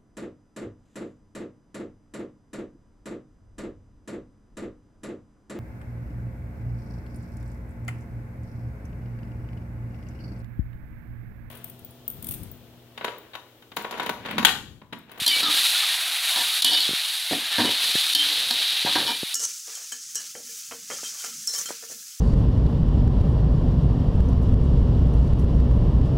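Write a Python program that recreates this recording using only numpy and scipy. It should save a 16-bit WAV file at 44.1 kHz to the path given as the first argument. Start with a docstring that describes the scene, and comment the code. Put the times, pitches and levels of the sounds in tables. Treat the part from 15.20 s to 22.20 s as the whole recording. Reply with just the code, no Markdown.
"""Stir-fry in a thin wok

A tiled kitchen corner, one microphone close to the pan. Greens and noodles sizzle as their water bursts
out of hot oil; each turn lays wet food on the metal, so the frying flares and settles as the pan dries.
A steel spatula strikes, scrapes, squeals and shoves the food over; the wok knocks dully on its stand.
Just after four seconds the fierce sizzle drops to a thin hiss and the strokes turn lighter and higher."""
import sys
import numpy as np
from scipy import signal
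from scipy.fft import rfft, irfft
from scipy.io import wavfile

SR = 44100
rng = np.random.default_rng(int(sys.argv[2]) if len(sys.argv) > 2 else 0)


def output_pcm(signal):
    """Save a mono or channel-first signal as 16-bit PCM at the path in sys.argv[1].

    Samples are clipped to [-1, 1] before scaling.
    """
    pcm = np.clip(np.atleast_2d(signal).T, -1, 1) * 32767
    wavfile.write(sys.argv[1], SR, np.round(pcm).astype(np.int16))


N = 308700
TIME = np.arange(N) / SR
DROP_S = 4.14   # fierce frying turns gentle

# the metal's ring, deeper before the drop, thinner and higher after it: f/Hz, level/dB, t60/s
DEEP_MODES = [(248, -20, .2), (301, -20, .2), (732, -20, .14), (932, -17, .16), (1626, -18, .15),
              (1764, -12, .15), (2395, -17, .2), (2988, -6, .25), (3130, -4, .2), (3290, -7, .12),
              (3664, 2, .26), (4002, -7, .1), (4250, -1, .22), (4708, -2, .16), (5365, -10, .16)]
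THIN_MODES = [(255, -21, .25), (464, -19, .12), (1150, -24, .15), (1367, -16, .2), (1530, -20, .14),
              (1690, -18, .14), (1760, -19, .2), (2570, -19, .15), (2925, -17, .25), (3140, -12, .2),
              (4150, -12, .2), (5400, 1, .24), (5660, -5, .13), (6150, -8, .12), (6590, 1, .18),
              (6950, -5, .14), (7154, -7, .14), (7646, -1, .14), (8055, -11, .13), (8510, -5, .13),
              (10520, -11, .11)]
# the steel edge hits the pan: t/s, crack/dB, ringing/dB, favoured mode/Hz
STRIKES = [(0.063, -19.5, -27, 4002), (0.078, -14.5, -25.5, 3664), (0.232, -28, -30, 4002),
           (0.249, -31, -35, 3664), (1.4211, -17.5, -40, 4002), (1.4451, -14, -22, 3290),
           (1.532, -27.5, -34, 3290), (1.547, -29, -33, 3664), (1.603, -25.5, -41, 4250),
           (1.617, -29, -39, 4250), (2.932, -25, -44, 2988), (2.9494, -16.5, -22.5, 3130),
           (4.142, -22, -34.5, 5400), (4.1528, -24, -31.5, 6590), (4.215, -39, -40, 7646),
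           (4.25, -34, -47, 6150), (4.552, -33.5, -50, 6950), (4.722, -36, -37, 6590),
           (4.947, -34, -50, 7646), (4.9548, -25.5, -33.5, 7646), (6.046, -36.5, -40.5, 7154),
           (6.272, -26.5, -35, 5400), (6.457, -37, -36, 7154)]


def sizzle():
    """Food fries close to the microphone, fiercely at first, then all at once with a thin hiss."""
    # frying spectra: f/Hz, level/dB
    fierce_colour = [(380, -57.5), (540, -32.5), (670, -14.5), (1050, -15), (1600, -9.5), (2200, -7.5),
                     (3000, 0.5), (3800, 8.5), (4400, 2.5), (5300, -9.5), (7300, -19.5), (10000, -14.5),
                     (12300, -19), (15500, -28.5)]
    gentle_colour = [(500, -44), (950, -40), (1300, -18), (1900, -19.5), (2600, -15.5), (4000, -12.5),
                     (5000, -2), (6200, 4.5), (7600, 0.5), (9000, -3.5), (11000, 0.5), (12500, -3),
                     (15500, 0)]
    # undisturbed food: splutter/dB, sizzle/dB, spray/dB
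    fierce_rest = (-34.5, -32, -32.5)
    gentle_rest = (-52, -42.5, -47)
    # fall as the water cooks off: splutter, sizzle, spray, each in dB/s
    fierce_drying = (2, 0.48, 1.31)
    gentle_drying = (0.1, 0.84, 0)
    fierce = frying(vigour(fierce_rest, fierce_drying, 0), fierce_colour, DEEP_MODES,
                    low_hz=2460, high_hz=6860, per_s=7000, spread_db=3,
                    steam_db=0, wet_db=-8.5, flutter_db=0.97)
    gentle = frying(vigour(gentle_rest, gentle_drying, DROP_S), gentle_colour, THIN_MODES,
                    low_hz=3930, high_hz=8500, per_s=4600, spread_db=2,
                    steam_db=3, wet_db=-6, flutter_db=1)
    dropped = np.clip((TIME - DROP_S) / 0.0032, 0, 1)
    return (1 - dropped) * fierce + dropped * gentle


def frying(levels_db, spectrum, modes, low_hz, high_hz, per_s, spread_db, steam_db, wet_db, flutter_db):
    """Water bursts out of hot oil in countless tiny pops over a hiss of steam and rarer wet pops."""
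    pops = rms_one(grains(N, per_s, spread_db))
    steam = from_db(steam_db) * rng.standard_normal(N)
    sound = colour((pops + steam) * from_db(flutter_db * drift(N, 70)), spectrum)
    sound = resonate(sound, modes, width_hz=11, boost_db=-7)
    wet = colour(bubbles(per_s=590, cycles=126) * from_db(wet_db + 2 * drift(N, 30)), spectrum)
    splutter = cut(sound + wet, low_hz, "low", order=5)
    middle = cut(cut(sound, low_hz, "high", order=5), high_hz, "low", order=5)
    spray = cut(sound, high_hz, "high", order=5)
    return sum(from_db(db) * rms_one(band) for db, band in zip(levels_db, (splutter, middle, spray)))


def vigour(rest_db, drying_db_per_s, since_s):
    """Levels in dB of low splutter, mid sizzle and high spray: slow drying, with flares and lulls."""
    # wet food meets hot metal: t/s, hold/s, added splutter/dB, sizzle/dB, spray/dB (relative to rest)
    flares = [(0.134, 0.5509, 3.5, 5.5, 0), (0.292, 0.22, -19, 1, 3), (0.68, 0.5, 1.5, -20, -4.5),
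              (0.99, 0.47, 1, 1.5, 1.5), (1.47, 0.31, 0, 1.5, -21.5), (2.066, 0.061, 6.5, 0, -1.5),
              (2.275, 0.32, 5.5, 3.5, -4.5), (2.57, 0.33, 4.5, 7.5, 3.5), (2.965, 0.25, 6.5, 7.5, 0),
              (3.3, 0.5, 5.5, 7, -3.5), (4.229, 0.077, 6, 4.5, 0), (4.43, 0.19, 1, 0, -8),
              (4.949, 0.0765, 1, -7, -7.5), (5.22, 0.2, -3, -2.5, 0.5), (5.652, 0.2521, 5, 5.5, -1.5),
              (5.915, 0.16, 4.5, 4, 3), (6.112, 0.1182, -10, 4.5, 7), (6.29, 0.27, 3.5, -9, -5),
              (6.305, 0.064, -6, -3, 11), (6.656, 0.0594, -10, -2, -2)]
    # the frying dips briefly: t/s, length/s, drop in splutter/dB, sizzle/dB, spray/dB (negative lifts)
    lulls = [(0.205, 0.1, 5, 4, 7), (2.181, 0.2, -2, 0, 2), (4.28, 0.22, 3, -0.5, 0),
             (4.74, 0.19, 1.5, -3, 3.5), (6.118, 0.17, -1, 0.5, 6), (5.095, 0.16, 6, 1.5, 3),
             (6.745, 0.1279, 3, 1, -2)]
    power = np.ones((3, N))
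    for s, hold, *added_db in flares:
        power += np.outer(from_db(added_db), swell(s, hold, attack=0.072, t60=0.71)) ** 2
    for s, length, *drop_db in lulls:
        arch = np.sin(np.pi * np.clip((TIME - s) / length, 0, 1))
        power *= from_db(-np.outer(drop_db, arch)) ** 2
    dried_db = np.outer(drying_db_per_s, TIME - since_s)
    return np.array(rest_db)[:, None] - dried_db + 10 * np.log10(power)


def bubbles(per_s, cycles):
    """Big wet pops, each ringing at one of forty pitches and dying by 60 dB over the given cycles."""
    out = np.zeros(N)
    pops = grains(N, per_s, spread_db=2.6)
    pitch_index = rng.integers(0, 40, N)
    for k, hz in enumerate(np.geomspace(650, 4500, 40)):
        decay, angle = from_db(-60 * hz / (cycles * SR)), 2 * np.pi * hz / SR
        feedback = [1, -2 * decay * np.cos(angle), decay * decay]
        out += signal.lfilter([hz, 0, -hz], feedback, pops * (pitch_index == k) + 1e-18)
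    return rms_one(out)


def strikes():
    """The spatula's edge lands with a sharp crack and leaves the metal ringing."""
    out, t = np.zeros(N), TIME[:SR // 20]
    for s, db, ring_db, spot_hz in STRIKES:
        spectrum, modes = metal_at(s)
        chatter = rng.standard_normal(len(t)) * release(t, hold=0.004, t60=0.0092)
        crack = cut(colour(chatter, spectrum), 2000, "high", order=1)
        crack = crack + from_db(0.5) * cut(crack, 5500, "high")
        add(out, s, from_db(db) * crack / np.std(crack[:SR // 150]))
        add(out, s, from_db(ring_db) * ringing(modes, spot_hz))
    return out


def metal_at(s):
    """Spectrum and modes of the metal's ring: deeper before the drop, thinner and higher after it."""
    # spectra of the ring: f/Hz, level/dB
    deep_colour = [(40, -19), (130, -6.5), (280, -0.5), (550, -5), (720, -1), (950, 2), (1200, -7.5),
                   (1650, -1.5), (2300, -12.5), (3300, 17), (4400, 13.5), (6500, -3.5), (11500, -0.5),
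                   (15500, -14.5)]
    thin_colour = [(70, -24.5), (250, -15), (500, -3), (950, -2.5), (1400, -3.5), (2200, -3), (4200, 0),
                   (5600, 13), (7500, 12), (9500, 5), (15500, -8)]
    return (deep_colour, DEEP_MODES) if s < DROP_S else (thin_colour, THIN_MODES)


def ringing(modes, spot_hz):
    """The metal rings after one touch; the spot that is hit favours the modes near spot_hz."""
    t = TIME[:SR // 3]
    hz, db, t60 = np.transpose(modes)[:, :, None]
    octaves_off = np.log2(hz / spot_hz)
    favour_db = 10.5 * np.exp(-(octaves_off / 0.047) ** 2)
    strength = from_db(db + favour_db + 2.5 * rng.standard_normal(hz.shape))
    polarity = rng.choice([-1, 1], hz.shape)
    sound = np.sum(strength * polarity * from_db(-60 * t / t60) * np.sin(2 * np.pi * hz * t), axis=0)
    return sound / np.std(sound[:SR // 33])


def scrapes():
    """Uneven slips of the edge shake the metal: pressure makes it rumble and grind, bare steel rasps."""
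    # pushes along the pan: t/s, length/s, fade/dB, rumble/dB, grind/dB, rasp/dB
    pushes = [(0.084, 0.17, 4, -55, -48, -29), (0.225, 0.081, 3, -42.5, -40, -34),
              (1.159, 0.08, 7, -49, -31, -24.5), (1.447, 0.087, -7, -50.5, -44, -31),
              (1.524, 0.15, 2.5, -73, -41, -25.5), (2.111, 0.13, 31.5, -24, -32, -30),
              (2.383, 0.14, 21, -22, -20.5, -22.5), (3.304, 0.03, 10, -40, -30.5, -19.5),
              (3.66, 0.0884, 21, -33.5, -23.5, -38), (3.755, 0.11, 21, -28.5, -22, -23.5),
              (3.866, 0.062, 6.5, -38.5, -30.5, -24.5), (4.194, 0.06, -2.5, -55, -49.5, -30),
              (4.473, 0.053, 18, -58, -48, -57), (4.532, 0.13, 8, -81, -54, -48.5),
              (4.719, 0.02893, 15, -61, -46, -36), (4.96, 0.099, 12, -60, -54, -37.5),
              (5.152, 0.1, 29, -45, -52, -65), (5.518, 0.044, 19, -40, -51, -55),
              (5.701, 0.085, 25, -37.5, -41, -37), (5.834, 0.06, 12, -72, -54, -37),
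              (5.92, 0.13, -2, -84, -56, -54), (6.04, 0.048, 16, -50.5, -43.5, -40.5),
              (6.283, 0.068, -4, -64, -58.5, -37.5), (6.337, 0.081, -1, -55.5, -47, -32),
              (6.488, 0.046, 16, -43.5, -40, -34.5), (6.624, 0.029, 17, -50, -45.5, -47),
              (6.699, 0.047, 8, -49, -52, -40.5)]
    out = np.zeros(N)
    for s, length, fade_db, *levels_db in pushes:
        spectrum, modes = metal_at(s)
        n = int(length * SR)
        stroke = from_db(-fade_db * TIME[:n] / length)
        slips = grains(n, per_s=1800, spread_db=2) * stroke * from_db(3.5 * drift(n, 150))
        slips[0] = 0.012 * fade_db * np.linalg.norm(slips)   # a fast-fading stroke begins with a jab
        sound = colour(np.pad(slips, (0, SR // 6)), spectrum)
        boost_db = 6 - 0.3 * fade_db   # food that stops the stroke also damps the metal
        sound = sliding_modes(sound, modes, width_hz=22, boost_db=boost_db, wander_db=5)
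        rumble = cut(sound, 660, "low", order=4)
        grind = cut(cut(sound, 543, "high", order=4), 2480, "low", order=8)
        rasp = cut(sound, 2530, "high", order=4)
        for db, part in zip(levels_db, (rumble, grind, rasp)):
            add(out, s, from_db(db) * part * np.linalg.norm(stroke) / np.linalg.norm(part))
    return out


def sliding_modes(x, modes, width_hz, boost_db, wander_db):
    """As the edge travels, it feeds now one mode of the metal and now another."""
    peaks = sum(peak(x * from_db(wander_db * drift(len(x), 45)), hz, width_hz) for hz, *_ in modes)
    return x + from_db(boost_db) * peaks


def metal_tones():
    """Short, wavering metal tones: pings of the strikes, squeals and low groans of the scrapes."""
    # pings, squeals and groans: t/s, length/s, f/Hz, level/dB, scatter/share of pitch, glide/octaves
    tones = [(0.063, 0.005, 4050, -21, 0.015, 0), (0.08, 0.07, 3170, -27, 0.012, -0.12),
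             (0.083, 0.034, 4705, -27, 0.002, 0), (0.095, 0.05, 2989, -32, 0.004, 0),
             (0.11, 0.07, 2289, -30.5, 0.002, 0), (0.15, 0.03, 4300, -30, 0.01, -0.07),
             (0.228, 0.06, 1380, -34, 0.05, -0.2), (0.231, 0.009, 4200, -22, 0.02, -0.16),
             (0.246, 0.03, 3900, -26, 0.04, -0.15), (1.421, 0.005, 3900, -21, 0.02, 0),
             (1.446, 0.022, 4715, -26, 0.003, 0), (1.45, 0.043, 2990, -28, 0.003, 0),
             (1.478, 0.015, 3320, -28, 0.02, 0), (1.503, 0.02, 4300, -28, 0.02, 0.1),
             (1.538, 0.05, 2988, -28.5, 0.004, 0), (1.543, 0.015, 4708, -26, 0.003, 0),
             (1.603, 0.018, 4400, -23, 0.025, -0.08), (1.625, 0.018, 4050, -27, 0.03, -0.1),
             (1.646, 0.014, 3550, -26, 0.03, -0.12), (2.112, 0.025, 296, -35.5, 0.05, 0),
             (2.314, 0.06, 1758, -37.5, 0.012, 0), (2.392, 0.078, 250, -34, 0.06, 0),
             (2.455, 0.04, 3000, -32, 0.004, 0), (2.95, 0.006, 3150, -21, 0.015, 0),
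             (2.96, 0.021, 3140, -24, 0.02, 0), (2.994, 0.04, 3150, -23.5, 0.02, 0),
             (3.048, 0.002, 5000, -26, 0.09, 0), (3.871, 0.055, 3018, -31.5, 0.003, 0),
             (3.871, 0.06, 2397, -37.5, 0.004, 0), (3.876, 0.036, 934, -33.5, 0.006, 0),
             (4.146, 0.054, 5451, -38, 0.002, 0), (4.15, 0.075, 2930, -44.5, 0.002, 0),
             (4.236, 0.017, 6800, -27.5, 0.05, -0.17), (4.476, 0.02, 455, -54, 0.08, 0),
             (4.551, 0.021, 3178, -44.5, 0.003, 0), (4.721, 0.008, 3100, -37, 0.015, 0),
             (4.955, 0.012, 5680, -34, 0.003, 0), (4.958, 0.055, 1671, -51, 0.006, 0),
             (4.962, 0.057, 2923, -45, 0.002, 0), (5.153, 0.018, 455, -47, 0.1, 0.1),
             (5.291, 0.025, 470, -57, 0.05, 0), (5.711, 0.04, 3180, -43.5, 0.004, 0),
             (5.713, 0.018, 450, -41, 0.08, 0.2), (5.836, 0.032, 3165, -42, 0.004, 0),
             (5.984, 0.023, 3170, -48, 0.004, 0), (6.272, 0.004, 5500, -24, 0.04, 0),
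             (6.276, 0.024, 5372, -29.5, 0.01, 0), (6.28, 0.06, 4134, -48, 0.004, 0),
             (6.3, 0.07, 5420, -35, 0.01, 0), (6.335, 0.032, 4000, -37, 0.04, 0.75),
             (6.358, 0.03, 3130, -46, 0.008, 0), (6.457, 0.03, 3160, -43, 0.01, 0),
             (6.458, 0.025, 4230, -46, 0.006, 0), (6.628, 0.02, 470, -50, 0.06, 0)]
    out = np.zeros(N)
    for s, length, hz, db, scatter, glide in tones:
        n = int(length * SR) + SR // 10
        t = TIME[:n]
        envelope = np.minimum(t / 0.0024, 1) * release(t, length, t60=0.036)
        pitch = hz * 2 ** (glide * np.minimum(t / length, 1))
        phase = 2 * np.pi * np.cumsum(pitch * (1 + scatter * drift(n, 702))) / SR
        tone = np.sin(phase) * from_db(2.5 * drift(n, 220))
        add(out, s, from_db(db) * envelope * rms_one(tone))
    return out


def jabs():
    """Food cushions the spatula's blow on the pan: a woody clack, and only the lower modes ring."""
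    # blows through the food: t/s, clack/dB, ringing/dB, favoured mode/Hz
    blows = [(4.722, -46, -46, 1690), (5.151, -46, -52, 1530), (5.511, -42.5, -48, 2570),
             (5.52, -42, -51, 1530), (5.702, -38.5, -52, 1150), (5.711, -40, -51, 1367),
             (5.786, -46, -57, 1367), (5.834, -49, -49, 2570), (6.043, -41.5, -46, 1367),
             (6.457, -51, -49, 1367), (6.489, -44, -55, 1760)]
    out, t = np.zeros(N), TIME[:SR // 20]
    for s, db, ring_db, spot_hz in blows:
        burst = rng.standard_normal(len(t)) * release(t, hold=0, t60=0.025)
        clack = cut(cut(burst, 1100, "high"), 1880, "low", order=4)
        ring = cut(ringing(THIN_MODES, spot_hz), 3300, "low", order=6)
        add(out, s, from_db(db) * clack / np.std(clack[:SR // 100]))
        add(out, s, from_db(ring_db) * ring / np.std(ring[:SR // 33]))
    return out


def knocks():
    """The wok rocks on its stand: a dull, heavily damped thud of little more than one swing."""
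    # wok against stand: t/s, level/dB, f/Hz
    thuds = [(0.017, -32.5, 168.6), (1.691, -22.5, 305.7), (1.7082, -27.5, 277.5), (1.733, -27, 290.2),
             (2.7536, -19.5, 290), (3.649, -19, 293.6), (4.0314, -21, 302), (5.832, -32, 516.6),
             (6.506, -22, 617.3)]
    out = np.zeros(N)
    for s, db, hz in thuds:
        band = signal.butter(2, [hz * 0.46, hz * 1.48], "band", fs=SR, output="sos")
        thud = cut(signal.sosfilt(band, signal.unit_impulse(SR // 20)), hz * 3, "low")
        add(out, s, from_db(db) * thud / np.abs(thud).max())
    return out


def tumbling():
    """Soft wet pieces patter back on to the pan, more lightly after the drop."""
    # heaps slide off the spatula: t/s, length/s, level/dB
    heaps = [(0.14, 0.23, -47.5), (0.458, 0.51, -61), (1.138, 0.09, -52), (1.483, 0.053, -46),
             (2.295, 0.41, -52.5), (2.764, 0.66, -57.5), (3.047, 0.32, -50), (3.51, 0.045, -56),
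             (3.773, 0.059, -40.5), (4.85, 0.29, -71.5), (5.19, 0.14, -66), (5.476, 0.41, -64),
             (6.067, 0.14, -63), (6.377, 0.1421, -63), (6.681, 0.0497, -63)]
    # spectra of the landing food: f/Hz, level/dB
    heavy_colour = [(25, -27), (60, -24), (120, -0.5), (170, -7), (250, -1), (370, -3.5), (480, 3.5),
                    (700, -4), (1500, -23.5)]
    light_colour = [(25, -22), (60, -23), (120, -4), (170, 1.5), (250, -2), (330, -16), (480, -18),
                    (800, -26), (1500, -27)]
    power = sum((from_db(db) * swell(s, length, attack=0.018, t60=0.51)) ** 2 for s, length, db in heaps)
    settling = from_db(-68.5 - 2 * TIME)   # food shifting between the turns
    pieces = grains(N, per_s=1700, spread_db=4)
    heavy = resonate(colour(pieces, heavy_colour), DEEP_MODES, width_hz=8, boost_db=-6)
    light = colour(pieces, light_colour)
    return np.sqrt(power + settling ** 2) * np.where(TIME < DROP_S, rms_one(heavy), rms_one(light))


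def hums():
    """Soft rubbing keeps the lowest mode of the thin pan sounding."""
    # the weight of pushed food on the pan: t/s, length/s, f/Hz, level/dB
    rubs = [(2.972, 0.16, 289, -51.5), (5.175, 0.11, 248, -64), (5.42, 0.08, 255, -75),
            (5.52, 0.16, 247, -69), (5.863, 0.072, 239, -69), (6.055, 0.2, 232, -60.5),
            (6.546, 0.27, 242, -68)]
    out = np.zeros(N)
    for s, length, hz, db in rubs:
        t = TIME[:int(length * SR) + SR // 5]
        envelope = np.minimum(t / 0.02, 1) * release(t, length, t60=0.16)
        phase = 2 * np.pi * np.cumsum(hz * (1 + 0.09 * drift(len(t), 120))) / SR
        tone = np.sin(phase) * from_db(4 * drift(len(t), 50))
        add(out, s, from_db(db) * envelope * rms_one(tone))
    return out


def dips():
    """Gain on the food sounds: the level dips briefly just before the hardest strikes."""
    dip_db = np.zeros(N)
    for s, db, *_ in STRIKES:
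        threshold_db = -25 if s < DROP_S else -23
        window = (TIME > s - .011) & (TIME < s + .003)
        dip_db += 0.9 * max(db - threshold_db, 0) * window
    return from_db(-dip_db)


def kitchen(x, t60, wet_db):
    """The tiles send a short, slightly duller wash back to the microphone."""
    t = TIME[:SR // 2]
    reflections = rng.standard_normal(len(t)) * from_db(-60 * t / t60) * (t > .004)
    tail = cut(reflections, 10000, "low", order=1)
    return x + from_db(wet_db) * signal.fftconvolve(x, tail / np.linalg.norm(tail))[:N]


def resonate(x, modes, width_hz, boost_db):
    """The metal lends its resonances, broadened by the food, to whatever happens on it."""
    return x + from_db(boost_db) * sum(peak(x, hz, width_hz) for hz, *_ in modes)


def peak(x, hz, width_hz):
    """One narrow resonance."""
    return signal.lfilter(*signal.iirpeak(hz, hz / width_hz, fs=SR), x)


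def colour(x, spectrum, size=4096):
    """Minimum-phase filter with the given spectrum."""
    hz, db = np.transpose(spectrum)
    grid = np.linspace(1, SR / 2, size // 2 + 1)
    gain = from_db(np.interp(np.log(grid), np.log(hz), db))
    cepstrum = irfft(np.log(gain))
    cepstrum[1:size // 2] *= 2   # folded forward, so nothing sounds ahead of its cause
    cepstrum[size // 2 + 1:] = 0
    return signal.fftconvolve(x, irfft(np.exp(rfft(cepstrum))))[:len(x)]


def cut(x, hz, kind, order=2):
    """Low-pass or high-pass."""
    return signal.sosfilt(signal.butter(order, min(hz, .45 * SR), kind, fs=SR, output="sos"), x)


def grains(n, per_s, spread_db):
    """Random clicks, many small and a few large."""
    sizes = from_db(spread_db * np.minimum(rng.exponential(1, n), 6))
    return sizes * rng.choice([-1, 1], n) * (rng.random(n) < per_s / SR)


def drift(n, per_s):
    """Random wander around zero, with a spread of about one."""
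    steps = np.arange(n) * per_s / SR
    knots = rng.standard_normal(int(steps[-1]) + 2)
    return np.interp(steps, np.arange(len(knots)), knots)


def swell(s, hold, attack, t60):
    """Rise at time s, hold, then die away."""
    return np.clip((TIME - s) / attack, 0, 1) * from_db(-60 * np.clip((TIME - s - hold) / t60, 0, 2))


def release(t, hold, t60):
    """Hold, then fall 60 dB every t60 seconds."""
    return from_db(-60 * np.maximum(t - hold, 0) / t60)


def from_db(db):
    """Decibels to gain."""
    return 10 ** (np.asarray(db) / 20)


def rms_one(x):
    """Scale to unit power."""
    return x / np.sqrt(np.mean(x ** 2) + 1e-20)


def add(track, s, sound):
    """Mix a sound in at time s."""
    at = max(round(s * SR), 0)
    track[at:at + len(sound)] += sound[:N - at]


def scene():
    """Frying and spatula work from close by, in mono on both channels."""
    steel = strikes() + jabs() + scrapes() + metal_tones()
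    spatula = kitchen(cut(steel, 69, "high"), t60=0.22, wet_db=-9)
    food = (sizzle() + tumbling()) * dips()
    mono = food + spatula + knocks() + hums()
    return np.array([mono, mono])


def record(dry):
    """Peaks are rounded and the top treble is cut."""
    ceiling, cutoff_hz = 0.93, 15700
    rounded = ceiling * np.tanh(dry / ceiling)
    return signal.sosfilt(signal.ellip(10, .1, 80, cutoff_hz, fs=SR, output="sos"), rounded)


dry = scene()
out = record(dry)
output_pcm(out)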